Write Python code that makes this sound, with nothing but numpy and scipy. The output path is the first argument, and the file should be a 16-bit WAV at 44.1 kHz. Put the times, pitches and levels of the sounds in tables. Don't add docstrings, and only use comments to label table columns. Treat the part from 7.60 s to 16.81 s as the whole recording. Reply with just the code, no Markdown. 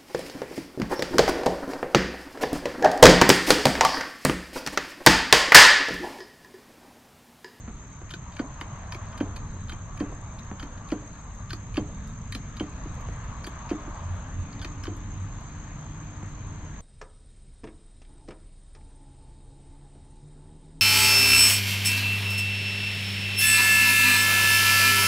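import sys
import numpy as np
from scipy import signal
from scipy.fft import rfft, irfft, next_fast_len
from scipy.io import wavfile
from scipy.ndimage import uniform_filter1d

SR = 44100
rng = np.random.default_rng(int(sys.argv[2]) if len(sys.argv) > 2 else 0)


def output_pcm(signal):
    pcm = np.clip(np.atleast_2d(signal).T, -1, 1) * 32767
    wavfile.write(sys.argv[1], SR, np.round(pcm).astype(np.int16))


N = 406161

# (frequency [Hz], level [dB], decay by 60 dB [s])
PANEL_MODES = [(200.4, 9, 0.084), (285.3, -14, 0.43), (301.5, -7.5, 0.34), (353, 5, 0.064),
               (411, -10.5, 0.27), (476.6, 2.5, 0.069), (626, -16, 0.063), (722.5, -2.5, 0.087),
               (790, -23.5, 0.074)]
PORT_LAG = 2.0
CLICK_PAN_DB = 1


def amp(db):
    return 10 ** (np.asarray(db) / 20)


def evened(x):
    return x / np.sqrt(np.mean(x ** 2) + 1e-20)


def read(points, hz):
    point_hz, value = np.transpose(points)
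    return np.interp(np.log(hz + 1), np.log(point_hz + 1), value)


def add(mix, start_s, sound):
    part = mix[..., round(start_s * SR):][..., :sound.shape[-1]]
    part += sound[..., :part.shape[-1]]


def band(x, lo_hz, hi_hz, order=2):
    return signal.sosfilt(signal.butter(order, [lo_hz, hi_hz], "band", fs=SR, output="sos"), x)


def resonate(x, hz, width_hz):
    turn = np.exp(2j * np.pi * np.cumsum(hz * np.ones(len(x))) / SR)
    r = np.exp(-np.pi * width_hz / SR)
    return 2 * (turn * signal.lfilter([1 - r], [1, -r], x / turn)).real


def resonate_twice(x, hz, width_hz):
    return resonate(resonate(x, hz, width_hz), hz, width_hz)


def struck(modes, t, damping=1):
    phases = rng.random(len(modes))
    ringing = 0
    for phase, (hz, db, t60) in zip(phases, modes):
        ringing = ringing + amp(db - 60 * damping * t / t60) * np.sin(2 * np.pi * (hz * t + phase))
    return ringing


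def ports(x, pan_db, lag):
    size = next_fast_len(len(x) + 16)
    late = irfft(rfft(x, size) * np.exp(-2j * np.pi * np.fft.rfftfreq(size) * lag), size)
    return np.array([late[:len(x)], x]) * amp([[pan_db / 2], [-pan_db / 2]])


def wash(colour, patchy_db, lag, size=1024):
    # (frequency [Hz], likeness [0-1])
    likeness = [(60, 1), (270, 1), (500, 0.84), (1200, 0.67), (3300, 0.51), (6000, 0.077), (12000, 0.84)]
    # (frequency [Hz], difference [dB])
    lean_points = [(60, -0.5), (250, 0), (500, 1.5), (1200, 2), (3300, 4), (6000, -1.5), (12000, 10)]
    frames, hz = 4 * N // size + 5, np.fft.rfftfreq(size, 1 / SR)
    a, b, c, d, patches = rng.standard_normal((frames, len(hz), 5)).T
    patches = uniform_filter1d(patches, size=10, axis=0)
    patches = evened(uniform_filter1d(patches, size=12, axis=1))
    same = np.clip(read(likeness, hz), 0, .988)[:, None]
    late = np.exp(-2j * np.pi * hz * lag / SR)[:, None]
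    lean = amp(read(lean_points, hz)[:, None] / 2)
    right = a + 1j * b
    left = same * late * right + np.sqrt(1 - same ** 2) * (c + 1j * d)
    spectra = np.array([left * lean, right / lean])
    spectra *= amp(read(colour, hz)[:, None] + patchy_db * patches)
    return evened(signal.istft(spectra, nperseg=size, noverlap=3 * size // 4)[1][:, :N])


def traffic():
    # (time [s], rumble level [dB], gain of the roar outside its hiss [dB], gain of the hiss [dB])
    levels = [(0.0, -40, -53.5, -50.5), (0.5, -42, -51.5, -50), (1.1, -41, -45.5, -46),
              (1.56, -39, -45.5, -46.5), (2.0, -37.5, -51, -49), (2.4, -39, -48.5, -48.5),
              (3.21, -39.5, -48.5, -48.5), (3.9, -41.5, -52, -49), (4.2, -36, -51.5, -48),
              (4.7, -38, -52, -47.5), (5.18, -36.5, -47.5, -45.5), (6.1, -39, -44.5, -44.5),
              (6.41, -38.5, -44.5, -45.5), (6.7, -38, -47.5, -46), (8.08, -40.5, -50, -46.5),
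              (9.21, -38.5, -50.5, -46.5)]
    # (frequency [Hz], relative density [dB per Hz])
    rumble_colour = [(8.8, -50), (15, -4.5), (38, 0), (97, 0), (119, -1), (144, -4), (233, -11),
                     (299, -19.5), (373, -25.5), (500, -23.5), (650, -38.5), (1100, -120)]
    # (frequency [Hz], relative density [dB per Hz])
    roar_colour = [(210, -39), (350, -8), (432, -13.5), (637, -1), (797, -3.5), (875, 0.5), (1160, 2),
                   (1430, -5.5), (1590, -4), (1900, -9), (3380, -19), (3980, -18), (5100, -26.5),
                   (5800, -27.5), (7540, -61.5), (12800, -120)]
    t = np.arange(N) / SR
    times, *curves = np.transpose(levels)
    rumble_db, roar_db, hiss_db = (np.interp(t, times, curve) for curve in curves)
    roar = wash(roar_colour, patchy_db=1.6, lag=2.4)
    hiss = band(roar, 1400, 7900)
    rumble = wash(rumble_colour, patchy_db=1.5, lag=2.9, size=4096)
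    return amp(rumble_db) * rumble + amp(roar_db) * (roar - hiss) + amp(hiss_db) * hiss


def drone(rows):
    times, hz, db = np.transpose(rows)
    t = np.arange(times[0], times[-1], 1 / SR)
    width_hz = .22 * hz[0]
    hz = np.interp(t, times, hz)
    mid, side = (evened(resonate_twice(v, hz, width_hz)) for v in rng.standard_normal((2, len(t))))
    mid = evened(np.sin(2 * np.pi * np.cumsum(hz) / SR) + 0.6 * mid)
    line = mid + [[.11], [-.11]] * side
    return amp(np.interp(t, times, db)) * line * signal.windows.tukey(len(t), .08)


def crickets():
    # (song [Hz], resonance width [Hz], mean pulse rate [1/s], level [dB],
    # left minus right [dB], left lag [samples])
    singers = [(6330, 300, 54.5, -63, 1.0, 4.0), (6520, 300, 72.0, -63, 0.0, 3.5),
               (6180, 340, 46.0, -69, -1.0, 4.5), (6650, 300, 88.0, -70, 1.0, -3.0),
               (7570, 260, 64.0, -66.5, -2.0, 2.5)]
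    # (frequency [Hz], relative density [dB per Hz])
    chorus_colour = [(3290, -57.5), (5600, -19.5), (6260, 6), (6530, 13.5), (6700, -18), (6810, -7.5),
                     (7050, 0.5), (7710, -1), (7840, -29.5), (8080, -16.5), (8650, -39.5), (11100, -53),
                     (13500, -25.5), (14500, -68.5), (15500, -70)]
    t = np.arange(N) / SR
    out = amp(-55) * wash(chorus_colour, patchy_db=1.0, lag=4.5, size=256)
    for hz, width_hz, rate, db, pan_db, lag in singers:
        phase, drift = rng.random(2)
        turns = rate * t + phase + 0.72 * np.sin(2 * np.pi * (0.92 * t + drift))
        strokes = np.maximum(np.sin(2 * np.pi * turns), 0) ** 2
        strokes *= 1 + 1.3 * np.sin(np.pi * turns)
        song = resonate_twice(rng.standard_normal(N) * strokes, hz, width_hz)
        out += ports(amp(db) * evened(song), pan_db, lag)
    return out


def yard(x):
    t = np.arange(6000) / SR
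    taps = rng.choice([-1., 1.], (2, len(t))) * (rng.random((2, len(t))) < .05)
    taps *= amp(-60 * t / 0.11) * (t > .003)
    return signal.oaconvolve(x, taps / np.linalg.norm(taps[0]), axes=1)[:, :N]


def tick(db):
    t = np.arange(2000) / SR
    snap = band(rng.standard_normal(len(t)) * np.exp(-t / 0.0028), 4500, 12500)
    return ports(amp(db) * snap / abs(snap).max(), -9.5, PORT_LAG)


def oil(start, end, hz, db, change_db):
    t = np.arange(start, end, 1 / SR)
    waver = evened(uniform_filter1d(rng.standard_normal(len(t)), size=1200))
    stutter = evened(uniform_filter1d(rng.standard_normal(len(t)), size=600))
    flow = resonate_twice(rng.standard_normal(len(t)), hz * (1 + .012 * waver), 130.0)
    flow *= amp(2.5 * stutter)
    level = amp(db + change_db * (t - start) / (end - start))
    return ports(level * evened(flow) * signal.windows.tukey(len(t), .3), .8, PORT_LAG)


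def pop(db, push_db):
    t = np.arange(6000) / SR
    push_hz, push_s = 140, 0.0061
    step = band(1. * (t == 0), 260, 1700, order=3)
    ringing = struck(PANEL_MODES, t, damping=2.5) * (1 - np.exp(-t / .002))
    push = -np.sin(2 * np.pi * push_hz * (t - .001)) * np.exp(-((t - push_s) / push_s) ** 2)
    steel = -step / abs(step).max() + amp(-4.5) * ringing
    return ports(amp(push_db) * push + amp(db) * steel, -1.8, PORT_LAG)


def thud(db, hz, ring_db, bounce_s):
    t = np.arange(12000) / SR
    peak_s, rise_s, fall_s = 0.0061, 0.0024, 0.0075
    u = t - peak_s
    turn = 2 * np.pi * hz * (u - .002 * np.exp(-t / .0015))
    blow = np.cos(turn - 1.2) - 0.14 * np.cos(2 * turn - 2.4)
    blow *= 1 - np.exp(-t / .0005)
    rising = u < -.0009
    blow *= np.exp(-abs((u + .0009) / np.where(rising, rise_s, fall_s)) ** np.where(rising, 2, 3))
    knock = amp(-2.0) * band(rng.standard_normal(len(t)), 400, 1300) * np.exp(-t / 0.013)
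    shudder = amp(-4.5) * band(rng.standard_normal(len(t)), 220, 770) * np.exp(-t / 0.13)
    shudder *= amp(4.0 * evened(uniform_filter1d(rng.standard_normal(len(t)), size=400)))
    bounce = amp(-1.0) * np.cos(turn) * np.exp(-((t - bounce_s) / 0.011) ** 2)
    after = 1 - np.exp(-(t / .014) ** 3)
    lingering = amp(ring_db) * (struck(PANEL_MODES, t, damping=0.73) + shudder + bounce) * after
    return ports(amp(db) * (blow + knock + lingering), -.8, PORT_LAG)


def handle_ring(db, tube_db, body_db):
    # (frequency [Hz], level [dB], decay by 60 dB [s])
    tube_modes = [(2450, -12, .03), (3095, -11, .02), (3138, 0, .09)]
    # (frequency [Hz], level [dB], decay by 60 dB [s])
    body_modes = [(4465, -1, .045), (4642, 0, .052)]
    t = np.arange(4000) / SR
    ringing = amp(tube_db) * struck(tube_modes, t) + amp(body_db) * struck(body_modes, t)
    return ports(amp(db) * ringing * (1 - np.exp(-t / 0.0031)), CLICK_PAN_DB, PORT_LAG)


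def click(db, low_db, low_hz, treble_db, contact_hz, rattle_s):
    t = np.arange(4000) / SR
    shape = (1 - np.exp(-t / .0006)) * np.exp(-(t / rattle_s) ** 1.8)
    snap = 1 + .6 * np.exp(-t / .0008)
    hits = rng.standard_normal(len(t)) * amp(1.4 * rng.exponential(1, len(t))) * shape * snap
    mid = band(hits, 1700, 5300) + amp(5.0) * resonate_twice(hits, contact_hz, 750.0)
    low = band(np.roll(hits, round(0.00153 * SR)), 1110, 2300)
    low = low + amp(5.0) * resonate_twice(low, low_hz, 310.0)
    treble = band(hits, 5300, 11000) + amp(-10.0) * band(hits, 11000, 14400, order=3)
    rattle = mid / abs(mid).max() + amp(low_db) * low / abs(low).max()
    shaded = ports(amp(treble_db) * treble / abs(treble).max(), CLICK_PAN_DB - 2.5, 1.09)
    return amp(db) * (ports(rattle, CLICK_PAN_DB, PORT_LAG) + shaded)


def scene():
    # (time [s], frequency [Hz], level [dB])
    engine_rows = [(1.0, 93.7, -58), (1.498, 97.9, -41.5), (1.799, 93.7, -40.5), (2.351, 90.83, -45),
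                   (2.603, 92, -57), (3.602, 106, -74), (3.85, 103.9, -38.5), (4.3, 101.8, -51.5),
                   (4.8, 101.4, -42), (5.3, 103, -65), (5.8, 105, -51), (6.201, 92.6, -52),
                   (6.29, 87.55, -44), (6.36, 88.1, -47.5), (6.45, 87.4, -36.5), (6.52, 88.2, -28),
                   (6.62, 90.6, -53), (6.76, 87.5, -34.5), (6.83, 89, -33), (6.92, 89, -53),
                   (6.98, 89.8, -39), (7.15, 92.9, -44.5), (7.3, 94.9, -34.5), (7.42, 97.3, -42),
                   (7.55, 93.86, -34.5), (7.8, 95.1, -46), (7.92, 95.3, -51), (8.7, 98.6, -44.5),
                   (8.9, 101.3, -38.5), (8.97, 90.3, -44), (9.06, 87.6, -30), (9.21, 96, -32)]
    # (start [s], end [s], from [Hz], to [Hz], level [dB])
    hum_rows = [(3, 13, 48, 30, -46), (7.5, 9.21, 149, 152, -46.5), (6.65, 7.45, 270, 297, -51),
                (7.4, 9.21, 290, 302, -54)]
    # (time [s], peak [dB])
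    tick_rows = [(0.2713, -60), (2.8474, -57), (3.7509, -57), (4.4752, -45), (5.3431, -51), (5.4073, -50),
                 (6.3004, -58), (6.559, -56), (7.366, -47.5), (7.8067, -57), (8.4417, -58), (8.7061, -59)]
    # (start [s], end [s], whistle [Hz], starting level [dB], change by the end [dB])
    oil_rows = [(0.05, 0.46, 3840, -77, 5), (1.043, 1.3, 3860, -80, -1), (1.834, 2.085, 3910, -71, 5),
                (2.442, 2.77, 3730, -75, 3), (2.785, 2.82, 3900, -58, -8), (3.4, 3.863, 3955, -75, 5),
                (4.259, 4.548, 3700, -70.5, 2), (7.647, 7.87, 3940, -80, 2)]
    # (time [s], pulse level [dB], low push level [dB])
    pop_rows = [(0.416, -36, -67), (1.966, -39.5, -46), (2.9143, -27.5, -58), (5.487, -33.5, -30),
                (8.629, -32.5, -37)]
    # (time [s], blow level [dB], pitch [Hz], panel ring re blow [dB], bounce delay [s])
    thud_rows = [(0.077, -31, 213, -13, 0.033), (0.536, -37.0, 327, -14, 0.045),
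                 (0.7958, -19, 265.7, -14.5, 0.052), (1.013, -35.5, 289, -9.5, 0.051),
                 (1.349, -37, 338, -16, 0.048), (1.606, -16.5, 279, -14, 0.035),
                 (2.124, -37.5, 312, -13, 0.025), (2.4045, -19, 287, -9, 0.038),
                 (3.028, -32, 275, -11, 0.031), (3.3196, -17, 295, -12.0, 0.045),
                 (3.93, -33.5, 315, -13, 0.026), (4.175, -15.5, 299, -13.5, 0.048),
                 (4.75, -30, 244.0, -13, 0.049), (5.005, -20.5, 297, -11.0, 0.041),
                 (5.255, -33.5, 308, -12.5, 0.049), (5.87, -33, 319, -16, 0.041),
                 (6.1112, -17.5, 311.4, -12, 0.048), (6.275, -33, 310, -12, 0.027),
                 (7.048, -34.5, 318, -19, 0.031), (7.276, -26.5, 324, -9.5, 0.052)]
    # (time [s], mid-band peak [dB], low rattle re mid [dB],
    # low colour [Hz], treble re mid [dB], tube ring re mid [dB], body ring re mid [dB],
    # contact colour [Hz], rattle time [s])
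    click_rows = [(0.075, -59, 16, 1350, -40, -20, -18, 1350, 0.022),
                  (0.492, -42, -5.0, 1200.0, -14.0, -18.0, -18.0, 2140.0, 0.006),
                  (0.5055, -32.0, -4.5, 1420.0, -11, -8.5, -16, 3340, 0.0099),
                  (0.5376, -27.5, -3.5, 1440.0, -15.5, -28.0, -16, 3480, 0.0033),
                  (0.721, -44.0, -9.0, 990.0, -18.0, -18.0, -16, 3500.0, 0.0069),
                  (0.738, -47.0, -5.0, 1220.0, -15, -19.0, -14, 3800.0, 0.006),
                  (0.766, -36, -3, 1610.0, -13, -26, -12, 3000.0, 0.0054),
                  (0.784, -50.0, 8, 1540.0, -30.0, -18.0, -18.0, 1500.0, 0.006),
                  (0.791, -39, 10.5, 1520, -29, -18.0, -18.0, 3140.0, 0.0036),
                  (0.7938, -37.5, -5, 1390.0, -33.0, -15, -2, 3220, 0.0067),
                  (1.01, -35.5, 11.5, 950, -5, -17, -8, 3700, 0.0037),
                  (1.3211, -29.5, 1.5, 950, -10, -17, -12, 2250, 0.0052),
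                  (1.346, -30, -16, 1150.0, -13.5, -33.0, -17, 2270, 0.0047),
                  (1.527, -45, 6, 1060.0, -26, -10.0, -16.0, 2040.0, 0.0051),
                  (1.576, -35, -4, 1120.0, -7.5, -15, -15.0, 4000.0, 0.0055),
                  (1.603, -36.5, 4, 1550.0, -29.0, -4, -15.0, 3140, 0.0071),
                  (1.76, -36, -1.0, 1020, -8.5, -16, -18, 4030, 0.011),
                  (2.083, -42, -5, 990.0, -14.0, -14, -18.0, 3600.0, 0.0052),
                  (2.0942, -32.5, 1, 1350, -9.5, -6, -13, 3700.0, 0.0055),
                  (2.1198, -33.5, -8, 1890.0, -16.0, -9, -30.0, 2190, 0.0064),
                  (2.374, -37.5, 2, 1120.0, -10, -25, -26.0, 2700, 0.0045),
                  (2.401, -36, 5, 980.0, -30.0, -7, -10, 2490, 0.0035),
                  (2.7868, -39.5, -13, 1250.0, -13, -26.0, -22.0, 3750, 0.0094),
                  (2.9963, -35, 2, 1500.0, -13, -9.0, -9, 3050, 0.005),
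                  (3.026, -33.5, 0, 1390.0, -15, -14, -25, 2140, 0.0069),
                  (3.174, -47, 3, 960.0, -32, -21.0, -22.0, 2000.0, 0.0074),
                  (3.278, -50.0, -15.0, 970.0, -6.0, -18.0, -18.0, 4300.0, 0.004),
                  (3.2879, -41, -17, 960.0, -9, -20, -18.0, 3660, 0.0065),
                  (3.302, -38, -3, 1510.0, -17.0, -20, -20, 2590.0, 0.005),
                  (3.316, -33, -10, 1480.0, -21.0, -14, -18.0, 2600.0, 0.0033),
                  (3.3179, -31, -15, 1180, -30.0, -14, -17.0, 2650, 0.0023),
                  (3.552, -49, -10.0, 960.0, -18, -19.0, -20.0, 3000.0, 0.006),
                  (3.894, -42, -11.0, 1020.0, -13.0, -18.0, -18.0, 3550, 0.0069),
                  (3.9041, -29, -2.5, 1518, -16, -16.0, -17, 4150, 0.0069),
                  (3.9298, -27.5, -4, 1220.0, -8, -36, -18, 4370, 0.0056),
                  (4.1425, -35.5, -9, 1300.0, -13, -21, -15, 2600, 0.0047),
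                  (4.156, -37, 1, 1160, -28, -18.0, -18.0, 2640.0, 0.006),
                  (4.1696, -20.0, -26, 1330, -30.0, -17.0, -13, 2804, 0.0027),
                  (4.7222, -28.5, -1.5, 1940, -6, -11, -8, 3870, 0.0048),
                  (4.7484, -25.5, -10, 1350, -8.5, -20.0, -17, 4280, 0.006),
                  (4.967, -33.5, -13.0, 1350.0, -13, -19.0, -12.0, 3830.0, 0.006),
                  (4.9966, -28, -5, 1400.0, -40.0, -5, -20.0, 2880, 0.0055),
                  (5.8414, -32, -1, 1560, -9.0, -18, -2, 4500, 0.0059),
                  (5.8668, -33, -2, 1770, -1.5, -15, -10, 3230, 0.0064),
                  (6.0913, -35, -23, 1070.0, -22.0, -20, -16, 2620.0, 0.006),
                  (6.1028, -34.0, -6, 1230.0, -35, -10, -23.0, 2450.0, 0.0073),
                  (6.9273, -42.5, -8.0, 1160.0, -42.0, -25.0, -17.0, 4320.0, 0.0057),
                  (6.993, -40, -17.0, 960.0, -24, -22, -12, 3560, 0.006),
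                  (7.0149, -33.5, -2.5, 1420.0, -20, -20, -18, 3400, 0.0037),
                  (7.022, -40, 2, 1540, -7, -6, 1, 4500, 0.0088),
                  (7.046, -28.5, -1, 1360.0, -16, -20, -28, 2060, 0.005),
                  (7.237, -29.5, -7.5, 1490, -11, -23, -23, 5200, 0.0037),
                  (7.253, -33.5, 0, 1134, -24.0, -23, -20, 2566, 0.0048),
                  (7.2681, -36.0, 4, 1610.0, -27.0, -8, -16, 3160, 0.0036)]
    bright, deep, steady = np.zeros((3, 2, N))
    for mix, rows, sound in ((bright, tick_rows, tick), (deep, thud_rows, thud), (deep, pop_rows, pop)):
        for start, *settings in rows:
            add(mix, start, sound(*settings))
    for start, db, low_db, low_hz, treble_db, tube_db, body_db, contact_hz, rattle_s in click_rows:
        add(bright, start, click(db, low_db, low_hz, treble_db, contact_hz, rattle_s))
        add(steady, start, handle_ring(db, tube_db, body_db))
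    for row in oil_rows:
        add(steady, row[0], oil(*row))
    for start, end, from_hz, to_hz, db in hum_rows:
        add(steady, start, drone([(start, from_hz, db), (end, to_hz, db)]))
    add(steady, engine_rows[0][0], drone(engine_rows))
    echoes = yard(amp(-7.0) * bright + amp(-24.0) * deep)
    return bright + deep + echoes + steady + traffic() + crickets()


def record(dry):
    lowpass = signal.firwin(511, 15700, window=("kaiser", 9), fs=SR)
    return signal.oaconvolve(dry, lowpass[None], "same")


dry = scene()
out = record(dry)
output_pcm(out)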